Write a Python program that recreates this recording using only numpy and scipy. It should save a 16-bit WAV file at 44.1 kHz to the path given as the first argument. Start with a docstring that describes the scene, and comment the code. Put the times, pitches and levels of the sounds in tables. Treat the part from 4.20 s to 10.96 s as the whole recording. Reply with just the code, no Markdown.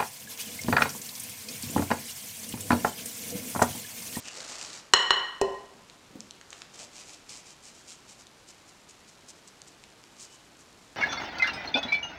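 """A whisk stirs thick oat batter in a glass bowl (noise pops), then knocks the rim three times, the last softly:
decaying sines for whisk and glass, noise bursts for crack, thud and splat.
A silicone spatula wipes the sticky batter off the wires: swelling crackle and squelch, wet ticks, short rasps.
Soft low handling bumps. Close pickup in a lively kitchen (decaying-noise reverb), faint steady hiss."""
import sys
import numpy as np
from scipy import signal
from scipy.fft import rfft, irfft, next_fast_len
from scipy.io import wavfile

SR = 44100
rng = np.random.default_rng(int(sys.argv[2]) if len(sys.argv) > 2 else 0)


def wav_out(sig):
    """Save sig, one row per channel (or a flat mono array), as 16-bit PCM at SR to the path in sys.argv[1]."""
    wavfile.write(sys.argv[1], SR, np.round(np.clip(np.atleast_2d(sig).T, -1, 1) * 32767).astype(np.int16))


N = 298116

# Effort of the whisk in the batter. 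Each row: time in seconds, effort in dB.
WHISK_EFFORT = [(0.0, -50), (0.036, -49), (0.086, -42), (0.104, -49.5), (0.18, -41.5), (0.36, -46),
                (0.418, -39.5), (0.5, -48.5), (0.574, -45.5), (0.638, -63.5), (0.7, -71)]
# Spatula strokes along the wires. Each row: peak time in seconds, pressure in dB, width at -3 dB in seconds.
STROKES = [(2.36, -54, 0.098), (2.55, -50, 0.022), (2.612, -44, 0.056), (2.786, -46, .078),
           (2.907, -48.5, 0.076), (3.115, -44, 0.043), (3.172, -48, 0.053), (3.29, -50, .06),
           (3.465, -48.5, 0.061), (3.574, -55, .075), (3.706, -46.5, 0.063), (3.907, -49.5, .05),
           (4.005, -54, 0.033), (4.296, -49.5, 0.032), (4.49, -54, 0.027), (4.699, -49.5, 0.02),
           (4.888, -52, 0.02), (5.095, -45, 0.022), (5.281, -49, 0.015), (5.48, -47.5, 0.012),
           (6.021, -45, 0.055), (6.138, -54.5, .042), (6.408, -54.5, 0.036)]
# Whisk on the rim. 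Each row: start in seconds, ring gain in dB, contact brightness in Hz,
# t60 under the pressed whisk in seconds, clack gain in dB, crack level in dB, thud level in dB.
RIM_KNOCKS = [(0.7363, -3, 7210, 0.066, -5.5, -9, -26), (0.9063, -6.5, 3800, 0.11, -8.5, -32, -28),
              (1.214, 1, 462, 15, -34, -49, -18)]
# Modes of the glass bowl. Each row: frequency in Hz, relative level in dB, t60 in seconds.
BOWL_MODES = [(390.8, -18.5, 0.42), (1028, -18, 0.5), (1883, -11.5, 0.13), (2962, -4, 0.12),
              (4164, -8, 0.16), (5560, -14.5, 0.26), (6560, -19.5, 0.11), (7000, -14.5, 0.24),
              (7850, -15, 0.059), (8470, -26.5, 0.048), (8900, -17, 0.02), (9940, -20, 0.029)]
# Modes of the whisk's hard, dead clack. Each row: frequency in Hz, relative level in dB, t60 in seconds.
WHISK_MODES = [(720, -25, 0.025), (968, -8, 0.04), (1145, -3, 0.026), (1344, 1.5, 0.0078),
               (1730, -3, 0.0083), (1978, -26.5, .02), (3870, -7.5, 0.0076), (4800, -22, 0.014)]
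# Thickest sticky strands snapping. Each row: time in seconds, peak level in dB, centre in Hz.
THICK_STRANDS = [(0.0833, -31, 2780), (0.1326, -36, 4500), (0.2034, -25, 4020), (0.449, -27, 4500),
                 (0.413, -21.5, 5220), (0.5307, -27.5, 6290), (1.6979, -33.5, 2800), (2.0048, -23.5, 5070),
                 (2.1081, -27.5, 4500), (2.2121, -33.5, 3000), (2.304, -30.5, 7260), (2.3291, -24.5, 2670),
                 (2.4184, -24.5, 2580), (3.093, -30, 7060), (4.0682, -35.5, 6900), (5.4171, -31.5, 6490),
                 (5.638, -33, 2960), (5.8383, -35.5, 3800)]
# Dull handling bumps. Each row: start in seconds, level in dB.
HANDLING_BUMPS = [(1.549, -54), (1.907, -52.5), (1.955, -42.5)]
# Rubbing at one pitch, in a wire, an air pocket or the glass. Each row: middle in seconds, rms level there in dB,
# Gaussian sigma in seconds, resonance in Hz, bandwidth of each of two filter stages in Hz.
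PITCHED_RUBS = [(0.079, -48, 0.02, 2720, 640), (0.185, -51.5, 0.013, 487, 223),
                (2.329, -45, 0.0022, 1200, 1810), (2.625, -59.5, 0.053, 545, 250),
                (6.12, -64, .04, 2970, 80), (6.176, -68.5, 0.073, 1045, 60)]

# Spectrum of the air pockets torn by the whisk. Each row: frequency in Hz, relative density in dB per Hz.
CRACKLE_SPECTRUM = [(300, -27), (1500, -8), (2600, -1.5), (3400, -5), (4500, 0.5), (7200, 1), (8200, -3),
                    (9500, -13.5), (12000, -25), (15500, -37)]
# Spectrum of the spatula's crackle. Each row: frequency in Hz, relative density in dB per Hz.
WIPE_SPECTRUM = [(300, -30), (1800, -17), (2400, -4.5), (3500, -8.5), (5000, -4), (7200, -2.5), (8300, -7),
                 (10000, -18), (12500, -30), (15500, -38)]
# Spectrum of paste giving way. Each row: frequency in Hz, relative density in dB per Hz.
SQUELCH_SPECTRUM = [(60, -10), (200, 3.5), (500, 2.5), (1200, 2.5), (2000, -3.5), (4000, -15), (9000, -53)]
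# Colour common to all strand snaps. Each row: frequency in Hz, relative level in dB.
SNAP_SPECTRUM = [(200, -11), (2500, 2), (7000, 5), (8500, 0), (10000, -17.5), (12500, -22), (16000, -32)]
# Spectrum of the thud through the counter. Each row: frequency in Hz, relative density in dB per Hz.
THUD_SPECTRUM = [(25, -8.5), (70, -3), (135, -8.5), (250, -10.5), (450, 9), (600, -3.5), (800, 2.5),
                 (1300, -23), (4000, -46)]
# Spectrum of the handling bumps. Each row: frequency in Hz, relative density in dB per Hz.
BUMP_SPECTRUM = [(30, -28), (120, -7.5), (200, 8), (320, -3.5), (600, -11.5), (2000, -38)]
# Spectrum of the steady hiss. Each row: frequency in Hz, relative density in dB per Hz.
HISS_SPECTRUM = [(15, -39), (25, -8.5), (119, -2.5), (178, -2), (322, -1.5), (523, -5), (614, -5.5),
                 (871, -5.5), (1490, -8), (1750, -9.5), (2300, -10), (2630, -11), (4150, -12),
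                 (11500, -24.5), (15500, -38)]
# Spectrum of the sharp knock transient. Each row: frequency in Hz, relative density in dB per Hz.
CRACK_SPECTRUM = [(200, -20), (2500, -23), (4500, 12), (7000, 9.5), (9000, -6), (12000, -13), (16000, -25)]
# Spectrum of batter squirting out. Each row: frequency in Hz, relative density in dB per Hz.
SPLAT_SPECTRUM = [(300, -20), (1600, -23.5), (2600, 3.5), (3400, -11), (4300, -1), (7500, -1.5), (9000, -5),
                  (12000, -21), (16000, -54)]
# Reverberation of the kitchen. Each row: frequency in Hz, t60 in seconds.
KITCHEN_T60 = [(150, 0.55), (500, 0.65), (1400, 0.77), (3500, 0.64), (7000, 0.59), (11000, 0.24)]
# Reflection from the walls. Each row: frequency in Hz, relative level in dB.
WALL_REFLECTION = [(100, 1.5), (250, 0.5), (400, -4.5), (560, 5), (1000, 3.5), (2000, 2), (2500, -4),
                   (3000, 1), (4200, -3.5), (7000, -7), (12000, -14.5)]

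TOP_HZ = 15700  # band limit, -3 dB
STIR_CRACKLE_DB, STIR_SQUELCH_DB = -1, -10.5  # re effort
RISE_SHARE = 0.45  # part of a stroke's width before its peak
CLEANING_START_S, CLEANING_END_S = 2.56, 5  # wires go from loaded to nearly clean
WIPE_CRACKLE_DB, LOADED_SQUELCH_DB, CLEAN_SQUELCH_DB = -2.0, -13, -28  # re pressure
CLEAN_LOW_HZ = 3500  # a thin film of batter crackles mostly above this
STRAND_RATE_PER_S, STRAND_OVER_MOTION_DB, STRAND_SPREAD_DB = 22, 8, 4.5  # thin strands; spread is 1 sigma
STRAND_HZ, STRAND_SPREAD_OCTAVES = 5800, 0.37  # median pitch, 1 sigma
SINK_S = 0.2  # after the last knock: time for the settling whisk to damp the ring by a factor e
RING_ROOM_DB, CLACK_ROOM_DB, PASTE_ROOM_DB = -3, -9.5, -7.5  # glass radiates more widely than whisk or batter


def amp(db):
    """Decibels to gain."""
    return 10 ** (np.asarray(db) / 20)


def unit(x):
    """Scale to rms 1."""
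    return x / np.sqrt(np.mean(x ** 2) + 1e-20)


def along(points, hz):
    """Interpolate (Hz, value) rows on a log-frequency axis."""
    point_hz, values = np.transpose(points)
    return np.interp(np.log(hz + 1), np.log(point_hz), values)


def filtered(x, response):
    """Multiply the spectrum of x by a response of frequency."""
    size = next_fast_len(len(x) + 8192)
    hz = np.fft.rfftfreq(size, 1 / SR)
    return irfft(rfft(x, size) * response(hz), size)[:len(x)]


def coloured(x, spectrum):
    """Shape x by a spectrum, at rms 1."""
    return unit(filtered(x, lambda hz: amp(along(spectrum, hz))))


def add(track, start_s, sound):
    """Mix a sound into the track."""
    part = track[max(round(start_s * SR), 0):][:len(sound)]
    part += sound[:len(part)]


def puff(spectrum, t60):
    """One second of coloured noise: instant onset, exponential decay."""
    decay = amp(-60 * np.arange(SR) / SR / t60)
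    return coloured(rng.standard_normal(SR), spectrum) * decay


def ring(modes, bright_hz):
    """One second of struck modes; a soft contact (low bright_hz) leaves the high ones weak."""
    t = np.arange(SR) / SR
    out = np.zeros(SR)
    for k, (hz, db, t60_s) in enumerate(modes):
        mode = amp(db - 60 * t / t60_s) * np.sin(2 * np.pi * hz * t)
        out += (-1) ** k * mode / np.hypot(1, (hz / bright_hz) ** 2)
    return out


def grains(spectrum, rate, spread_db, smooth):
    """Random pops (rate per second) of unequal size over smooth noise, at rms 1."""
    sizes = amp(spread_db * np.minimum(rng.exponential(size=N), 4)) * rng.choice([-1, 1], N)
    pops = unit(sizes * (rng.random(N) < rate / SR))
    return coloured(pops + smooth * rng.standard_normal(N), spectrum)


def hiss():
    """Steady coloured noise."""
    return amp(-56.5) * coloured(rng.standard_normal(N), HISS_SPECTRUM)


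def kitchen(x):
    """Walls answer a few milliseconds late with a noise tail whose treble dies first."""
    hz, t, cells = signal.stft(rng.standard_normal(SR), SR, nperseg=256)
    decay = amp(-60 * t / along(KITCHEN_T60, hz)[:, None])
    tail = signal.istft(cells * decay, SR, nperseg=256)[1]
    tail = filtered(tail / np.linalg.norm(tail), lambda f: amp(along(WALL_REFLECTION, f)))
    delayed_tail = np.pad(tail, (SR // 150, 0))
    return signal.fftconvolve(x, delayed_tail)[:N]


def settling():
    """The batter keeps up a very faint, constant fizz of sparse pops."""
    return amp(-64.5) * grains(WIPE_SPECTRUM, rate=390.0, spread_db=0.0, smooth=0.05)


def bumps():
    """Soft low noise bumps as the utensils change hands."""
    out = np.zeros(N)
    for start_s, db in HANDLING_BUMPS:
        add(out, start_s, amp(db) * puff(BUMP_SPECTRUM, t60=0.26))
    return out


def glass(x):
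    """Whatever rubs in the bowl excites its modes."""
    modes = ring(BOWL_MODES, bright_hz=3810)
    return signal.fftconvolve(x, modes / np.linalg.norm(modes))[:N]


def rasps():
    """Irregular slips drive a single resonance for a moment."""
    t, out = np.arange(N) / SR, np.zeros(N)
    slips = rng.standard_normal(N) * (rng.random(N) < 900 / SR)
    for middle_s, db, sigma_s, hz, width_hz in PITCHED_RUBS:
        def resonance(f):
            """Two equal band-pass stages."""
            return (1j * f * width_hz / (hz * hz - f * f + 1j * f * width_hz)) ** 2
        swell = np.exp(-((t - middle_s) / sigma_s) ** 2 / 2)
        out += amp(db) * unit(filtered(slips, resonance)) * swell
    return out


def thin_strands(motion):
    """Thin strands break at random, as loudly as the utensils move: rows like THICK_STRANDS."""
    chance = rng.random((400, 1))
    scatter = rng.standard_normal((len(chance), 2))
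    times_s = np.cumsum(-np.log(chance[:, 0])) / STRAND_RATE_PER_S
    rows = []
    for time_s, (size, pitch) in zip(times_s, scatter):
        if time_s < N / SR:
            motion_db = 20 * np.log10(motion[int(time_s * SR)] + 1e-9)
            peak_db = motion_db + STRAND_OVER_MOTION_DB + STRAND_SPREAD_DB * size
            rows.append((time_s, peak_db, STRAND_HZ * 2 ** (STRAND_SPREAD_OCTAVES * pitch)))
    return rows


def ticks(strands):
    """A snapping strand is a short noise click around its own pitch."""
    out, t = np.zeros(N), np.arange(SR // 40) / SR
    decay = amp(-60 * t / 0.0035)
    for time_s, peak_db, hz in strands:
        def snap(f):
            """Band-pass of Q 0.9 with the common colour."""
            return amp(along(SNAP_SPECTRUM, f)) / (1 + 0.9j * (f / hz - hz / (f + 1)))
        burst = rng.standard_normal(len(t)) * decay
        click = filtered(np.pad(burst, (SR // 2000, 0)), snap)
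        add(out, time_s + 0.0004, amp(peak_db) * click / np.abs(click).max())
    return out


def pressure():
    """Spatula pressure as a gain: each stroke swells a little faster than it fades."""
    t, out = np.arange(N) / SR, np.zeros(N)
    for peak_s, db, width_s in STROKES:
        side_s = width_s * np.where(t < peak_s, RISE_SHARE, 1 - RISE_SHARE)
        u = (t - peak_s) / side_s
        out += amp(db) / np.hypot(1, u * u * u)
    return out


def wipes(press):
    """Strokes crackle finely; as the batter comes off they squelch less and sound thinner."""
    clean = np.interp(np.arange(N) / SR, (CLEANING_START_S, CLEANING_END_S), [0, 1])
    thick = grains(WIPE_SPECTRUM, rate=3000, spread_db=4.5, smooth=0.52)
    thin = unit(filtered(thick, lambda hz: hz ** 2 / (hz ** 2 + CLEAN_LOW_HZ ** 2)))
    crackle = amp(WIPE_CRACKLE_DB) * ((1 - clean) * thick + clean * thin)
    squelch_db = LOADED_SQUELCH_DB + clean * (CLEAN_SQUELCH_DB - LOADED_SQUELCH_DB)
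    squelch = amp(squelch_db) * grains(SQUELCH_SPECTRUM, rate=900, spread_db=2.5, smooth=0.67)
    return press * (crackle + squelch)


def effort():
    """Whisk effort as a gain; it stops when lifted out."""
    time_s, effort_db = np.transpose(WHISK_EFFORT)
    t = np.arange(N) / SR
    return amp(np.interp(t, time_s, effort_db)) * (t < time_s[-1])


def stirring(level):
    """The whisk tears coarse air pockets; the paste gives way in clumps."""
    slow = unit(filtered(rng.standard_normal(N), lambda hz: np.exp(-(hz / 40) ** 2)))
    clumps = amp(1.75 * slow)  # dB, 1 sigma
    crackle = amp(STIR_CRACKLE_DB) * grains(CRACKLE_SPECTRUM, rate=1100, spread_db=2, smooth=0.4)
    squelch = amp(STIR_SQUELCH_DB) * grains(SQUELCH_SPECTRUM, rate=250, spread_db=-1.5, smooth=0.61)
    return level * clumps * (crackle + squelch)


def splat():
    """On the last knock a pad of batter cushions the whisk and squirts out: a noise burst."""
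    out = np.zeros(N)
    add(out, RIM_KNOCKS[-1][0], amp(-26.5) * puff(SPLAT_SPECTRUM, t60=0.025))
    return out


def knocks():
    """Each knock is a dead clack of the whisk, a sharp crack and a thud through the counter."""
    out = np.zeros(N)
    for start_s, *_, clack_db, crack_db, thud_db in RIM_KNOCKS:
        add(out, start_s, amp(clack_db) * ring(WHISK_MODES, bright_hz=6045))
        crack = amp(crack_db) * puff(CRACK_SPECTRUM, t60=0.016)
        thud = amp(thud_db) * puff(THUD_SPECTRUM, t60=0.062)
        add(out, start_s, crack + thud)
    return out


def ringing():
    """A hard knock keeps the whisk pressed on the glass and chokes it; a soft one lets it ring."""
    out, t = np.zeros(N), np.arange(SR) / SR
    for start_s, db, bright_hz, choke_t60_s, *_ in RIM_KNOCKS:
        add(out, start_s, amp(db - 60 * t / choke_t60_s) * ring(BOWL_MODES, bright_hz))
    # after the last knock the whisk sinks onto the rim and damps it ever more firmly
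    resting_s = np.maximum(np.arange(N) / SR - RIM_KNOCKS[-1][0], 0)
    return out * np.exp(-(resting_s / SINK_S) ** 2)


def scene():
    """Bowl, utensils and batter in the room, over steady hiss."""
    bowl, blows = ringing(), knocks() + bumps()
    whisk, spatula = effort(), pressure()
    noise = hiss()
    paste = stirring(whisk) + wipes(spatula) + rasps() + settling() + splat()
    strands = THICK_STRANDS + thin_strands(whisk + spatula)
    paste = paste + ticks(strands)
    room = kitchen(amp(RING_ROOM_DB) * bowl + amp(CLACK_ROOM_DB) * blows + amp(PASTE_ROOM_DB) * paste)
    return (bowl + blows + paste + amp(-32) * glass(paste) + room + noise)[None]


def record(dry):
    """Clip at full scale, then a steep low-pass at the band limit."""
    clipped = np.clip(dry[0], -1, 1)
    return filtered(clipped, lambda hz: 1 / np.hypot(1, (hz / TOP_HZ) ** 60))[None]


dry = scene()
out = record(dry)
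wav_out(out)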